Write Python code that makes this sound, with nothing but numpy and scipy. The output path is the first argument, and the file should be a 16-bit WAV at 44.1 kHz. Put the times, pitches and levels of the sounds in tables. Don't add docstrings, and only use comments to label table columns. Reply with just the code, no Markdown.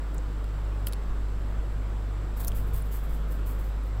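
import sys
import numpy as np
from scipy import signal
from scipy.fft import rfft, irfft
from scipy.io import wavfile
from scipy.ndimage import uniform_filter1d

SR = 44100
rng = np.random.default_rng(int(sys.argv[2]) if len(sys.argv) > 2 else 0)


def dump(signal):
    limited = np.clip(np.atleast_2d(signal).T, -1, 1)
    pcm = np.round(limited * 32767).astype(np.int16)
    wavfile.write(sys.argv[1], SR, pcm)


N = 176400
CASE_SIDE_DB = -11


def amp(db):
    return 10 ** (np.asarray(db) / 20)


def unit(x):
    return x / np.sqrt(np.mean(x ** 2) + 1e-20)


def spectrum_db(points, hz):
    point_hz, db = np.transpose(points)
    return np.interp(np.log(hz + 1), np.log(point_hz + 1), db)


def envelope(points):
    return amp(np.interp(np.arange(N) / SR, *np.transpose(points)))


def add(mix, start_s, sound):
    part = mix[..., max(round(start_s * SR), 0):][..., :sound.shape[-1]]
    part += sound[..., :part.shape[-1]]


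def noise(gain, size=N):
    white = rfft(rng.standard_normal(size))
    return unit(irfft(white * gain(np.fft.rfftfreq(size, 1 / SR)), size))


def band(hz, sigma_hz, size=N):
    return noise(lambda f: np.exp(-.5 * ((f - hz) / sigma_hz) ** 2) + 1e-9, size)


def stereo(mid, side, balance_db=1.2):
    return np.array([(mid + side) * amp(balance_db / 2), (mid - side) * amp(-balance_db / 2)])


# frequency in Hz, relative spectral density in dB.
AIR_SPECTRUM = [(20, -5), (45, 3), (75, -2), (130, -3.5), (200, -9.5), (300, -8.5), (470, -7.5), (720, -13),
                (1300, -13.5), (1800, -20.5), (2500, -25.5), (3500, -28), (5000, -33.5), (6500, -38.5),
                (8500, -38.5), (11000, -42.5), (15500, -42)]


def room_air(air_db=-43.5, flicker_db=.92, hiss_hz=7630, hiss_db=-70.5):
    steady = noise(lambda f: amp(spectrum_db(AIR_SPECTRUM, f)))
    cells = signal.stft(steady, nperseg=1024)[2]
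    flicker = uniform_filter1d(rng.standard_normal(cells.shape), size=8, axis=0)
    flicker = unit(uniform_filter1d(flicker, size=8, axis=1))
    air = signal.istft(cells * amp(flicker_db * flicker))[1][:N]
    return amp(air_db) * unit(air) + amp(hiss_db) * band(hiss_hz, sigma_hz=260)


# time in seconds, level of the hum's octave in dB.
OCTAVE_LEVELS = [(0, -50), (.2, -52), (.35, -41.5), (.53, -44), (.85, -38.5), (1.02, -51.5), (1.4, -40.5),
                 (1.56, -46), (1.78, -41), (1.9, -42), (2.2, -38.5), (2.35, -45), (2.47, -40.5),
                 (2.75, -37.5), (3.15, -58), (3.43, -41), (3.8, -50.5), (4, -33.5)]
# frequency in Hz, level in dB, noise share of the rms (0-1), noise band sigma in Hz.
HUM_PARTIALS = [(50.3, -29, 0.11, 2.2), (109.5, -57.5, 0.7, 1), (144.6, -52.5, 0.84, 2.9),
                (159.6, -52.5, .75, 5.3), (186.4, -59.5, 0.88, 4), (212.8, -69.5, 1, 2.7),
                (235, -61.5, 0.06, 1.5), (250, -60, .9, 7.8), (303.2, -59, .8, 3.3),
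                (344.5, -63, 0.66, 1.5)]


def mains_hum(octave_hz=100.13):
    t = np.arange(N) / SR
    out = envelope(OCTAVE_LEVELS) * unit(np.sin(2 * np.pi * octave_hz * t))
    for hz, db, noise_share, sigma_hz in HUM_PARTIALS:
        tone = np.sqrt(2 * (1 - noise_share ** 2)) * np.sin(2 * np.pi * (hz * t + rng.random()))
        out += amp(db) * unit(tone + noise_share * band(hz, sigma_hz))
    return out


# time in seconds, rumble level in dB.
RUMBLE_LEVELS = [(0, -49), (.2, -41.5), (1.0, -42), (1.15, -35), (1.35, -41), (1.55, -38), (1.95, -41),
                 (2.25, -43), (2.4, -35.5), (2.65, -35.5), (2.9, -43), (3.2, -33.5), (3.6, -39.5), (4, -46)]
# peak time in seconds, peak level in dB, pitch in Hz, 1/e half-length in seconds.
HAND_BUMPS = [(1.107, -26, 22, 0.016), (1.593, -23.5, 36.2, 0.0087), (2.743, -20.5, 72, 0.0058)]


def hand(rumble_hz=18.5, rub_hz=236, rub_gain_db=-16):
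    t = np.arange(N) / SR
    rumble = band(rumble_hz, sigma_hz=10.5)
    rub = amp(rub_gain_db) * band(rub_hz, sigma_hz=95)
    out = envelope(RUMBLE_LEVELS) * (rumble + rub)
    for peak_s, db, hz, half_s in HAND_BUMPS:
        pulse = np.exp(-((t - peak_s) / half_s) ** 2)
        out += amp(db) * pulse * np.cos(2 * np.pi * hz * (t - peak_s))
    return out


# frequency in Hz, relative spectral density of the friction in dB.
SKIN_SPECTRUM = [(800, -2), (3000, -10.5), (5000, -11.5), (5900, -15), (7000, -9), (8400, -4), (9100, -9.5),
                 (10500, -9.5), (11000, -1.5), (11800, -5), (12500, 2), (13500, -5), (14600, 3),
                 (15800, -3.5)]
# start in seconds, time until the fade in seconds, level in dB.
SKIN_STROKES = [(2.361, 0.015, -46), (2.391, 0.016, -41), (2.541, .045, -46.5), (2.662, .02, -56),
                (2.728, 0.052, -46), (2.845, .02, -56), (2.908, 0.057, -45.5), (3.025, .02, -56),
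                (3.083, 0.038, -56.5), (3.123, .022, -52.5), (3.27, .02, -61), (3.302, .022, -49.5),
                (3.454, 0.056, -48.5), (3.582, .02, -53), (3.63, 0.054, -59), (3.848, .012, -59)]


def skin_strokes(attack_s=.013, fall_db_per_s=337, room_gain_db=-11, room_db_per_s=95):
    grain_db, grain_s = 1.5, .01
    t, power = np.arange(N) / SR, np.zeros(N)
    for start_s, hold_s, db in SKIN_STROKES:
        rise = np.clip((t - start_s) / attack_s, 0, 1)
        fading_s = np.maximum(t - start_s - hold_s, 0)
        direct = amp(-fall_db_per_s * fading_s)
        room = amp(room_gain_db - room_db_per_s * fading_s)
        power += (amp(db) * rise) ** 2 * (direct ** 2 + room ** 2)
    grain = unit(amp(grain_db * noise(lambda f: 1 / (1 + f * grain_s))))
    friction = noise(lambda f: amp(spectrum_db(SKIN_SPECTRUM, f)))
    return np.sqrt(power) * grain * friction


# peak time in seconds, mid level at the peak in dB, centre in Hz, band sigma in Hz,
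# 1/e half-length in seconds.
CASE_CREAKS = [(.1823, -44.5, 7300, 700, 0.0015), (0.869, -31.5, 12700, 3530, .0016),
               (2.4726, -34, 14400, 900, .0014), (2.4806, -39.5, 6200, 1020, 0.0039),
               (2.482, -43, 12000, 3000, 0.0034), (2.8225, -39.5, 9700, 600, 0.00098)]


def case_creaks(grain_db=3, grain_hz=1420, size=2048):
    t = (np.arange(size) - size / 2) / SR
    out = np.zeros((2, N))
    for peak_s, db, hz, sigma_hz, half_s in CASE_CREAKS:
        swell = amp(db) * np.exp(-abs(t) / half_s)
        grain = unit(amp(grain_db * band(0, grain_hz, size)))
        mid = band(hz, sigma_hz, size)
        side = amp(CASE_SIDE_DB) * band(hz, sigma_hz, size)
        add(out, peak_s - size / 2 / SR, swell * grain * stereo(mid, side))
    return out


def case_response(low_db, middle_db, top_db, size, gain_db=26):
    points = [(1200, low_db - 10.5), (5050, low_db), (6200, middle_db - 7.5),
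              (9900, middle_db), (12600, top_db)]
    hz = np.fft.rfftfreq(size, 1 / SR)
    log_gain = np.log(amp(spectrum_db(points, hz) + gain_db))
    mirrored = np.r_[log_gain, log_gain[-2:0:-1]]
    return np.exp(np.conj(signal.hilbert(mirrored)))[:len(hz)]


def burst(decay_s, size):
    decay = np.exp(-np.arange(size) / SR / decay_s)
    return unit(rng.standard_normal(size) * decay) / np.sqrt(size)


# start in seconds, relative low, middle and top band levels in dB, rattle decay in seconds,
# ring pitch in Hz, ring level in dB.
CASE_TICKS = [(.1451, -68, -50.5, -54, .0008, 8200, -57), (0.443, -52.5, -59, -65, 0.00088, 3500, -50),
              (0.8711, -39.5, -36, -35, .0012, 3120, -25.5), (0.8717, -40, -51, -46, .0008, 9600, -33),
              (.8794, -61, -53, -45, .0006, 4400, -50), (.884, -60, -55, -48, .0006, 13000, -50),
              (0.885, -62, -47, -44, .0008, 7500, -48), (0.8885, -63, -56, -53, .0006, 7500, -48),
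              (.925, -46, -44, -54, 0.0013, 4200, -45), (0.9334, -40, -41, -47, 0.0015, 4500, -35.5),
              (2.44, -65, -57, -51, 0.0012, 4500, -42), (2.4478, -63, -44, -36, .0012, 3900, -37),
              (2.4738, -56, -53, -37, .0012, 5500, -42), (2.4814, -43.5, -34.5, -33, 0.00091, 10900, -33),
              (2.519, -71, -53, -61, .0015, 3230, -35), (3.837, -73, -72, -60, 0.0018, 9500, -48)]


def case_ticks(rattle_gain_db=-4, echo_gain_db=-3, echo_decay_s=.005, ring_decay_s=.0011, size=2048):
    t = np.arange(size) / SR
    impulse = t == 0
    out = np.zeros((2, N))
    for start_s, low_db, middle_db, top_db, rattle_s, ring_hz, ring_db in CASE_TICKS:
        rattle = amp(rattle_gain_db) * burst(rattle_s, size)
        echoes = amp(echo_gain_db) * burst(echo_decay_s, size)
        side = amp(CASE_SIDE_DB) * burst(rattle_s, size)
        drive = stereo(impulse + rattle + echoes, side)
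        snap = irfft(rfft(drive) * case_response(low_db, middle_db, top_db, size), size)
        ring = amp(ring_db) * np.exp(-t / ring_decay_s) * np.sin(2 * np.pi * ring_hz * t)
        add(out, start_s, snap + ring)
    return out


def scene():
    return room_air() + mains_hum() + hand() + case_ticks() + case_creaks() + skin_strokes()


def record(dry):
    cutoff_hz = 15850
    lowpass = signal.firwin(401, cutoff_hz, window=("kaiser", 8), fs=SR)
    return signal.oaconvolve(dry, lowpass[None], "same")


dry = scene()
out = record(dry)
dump(out)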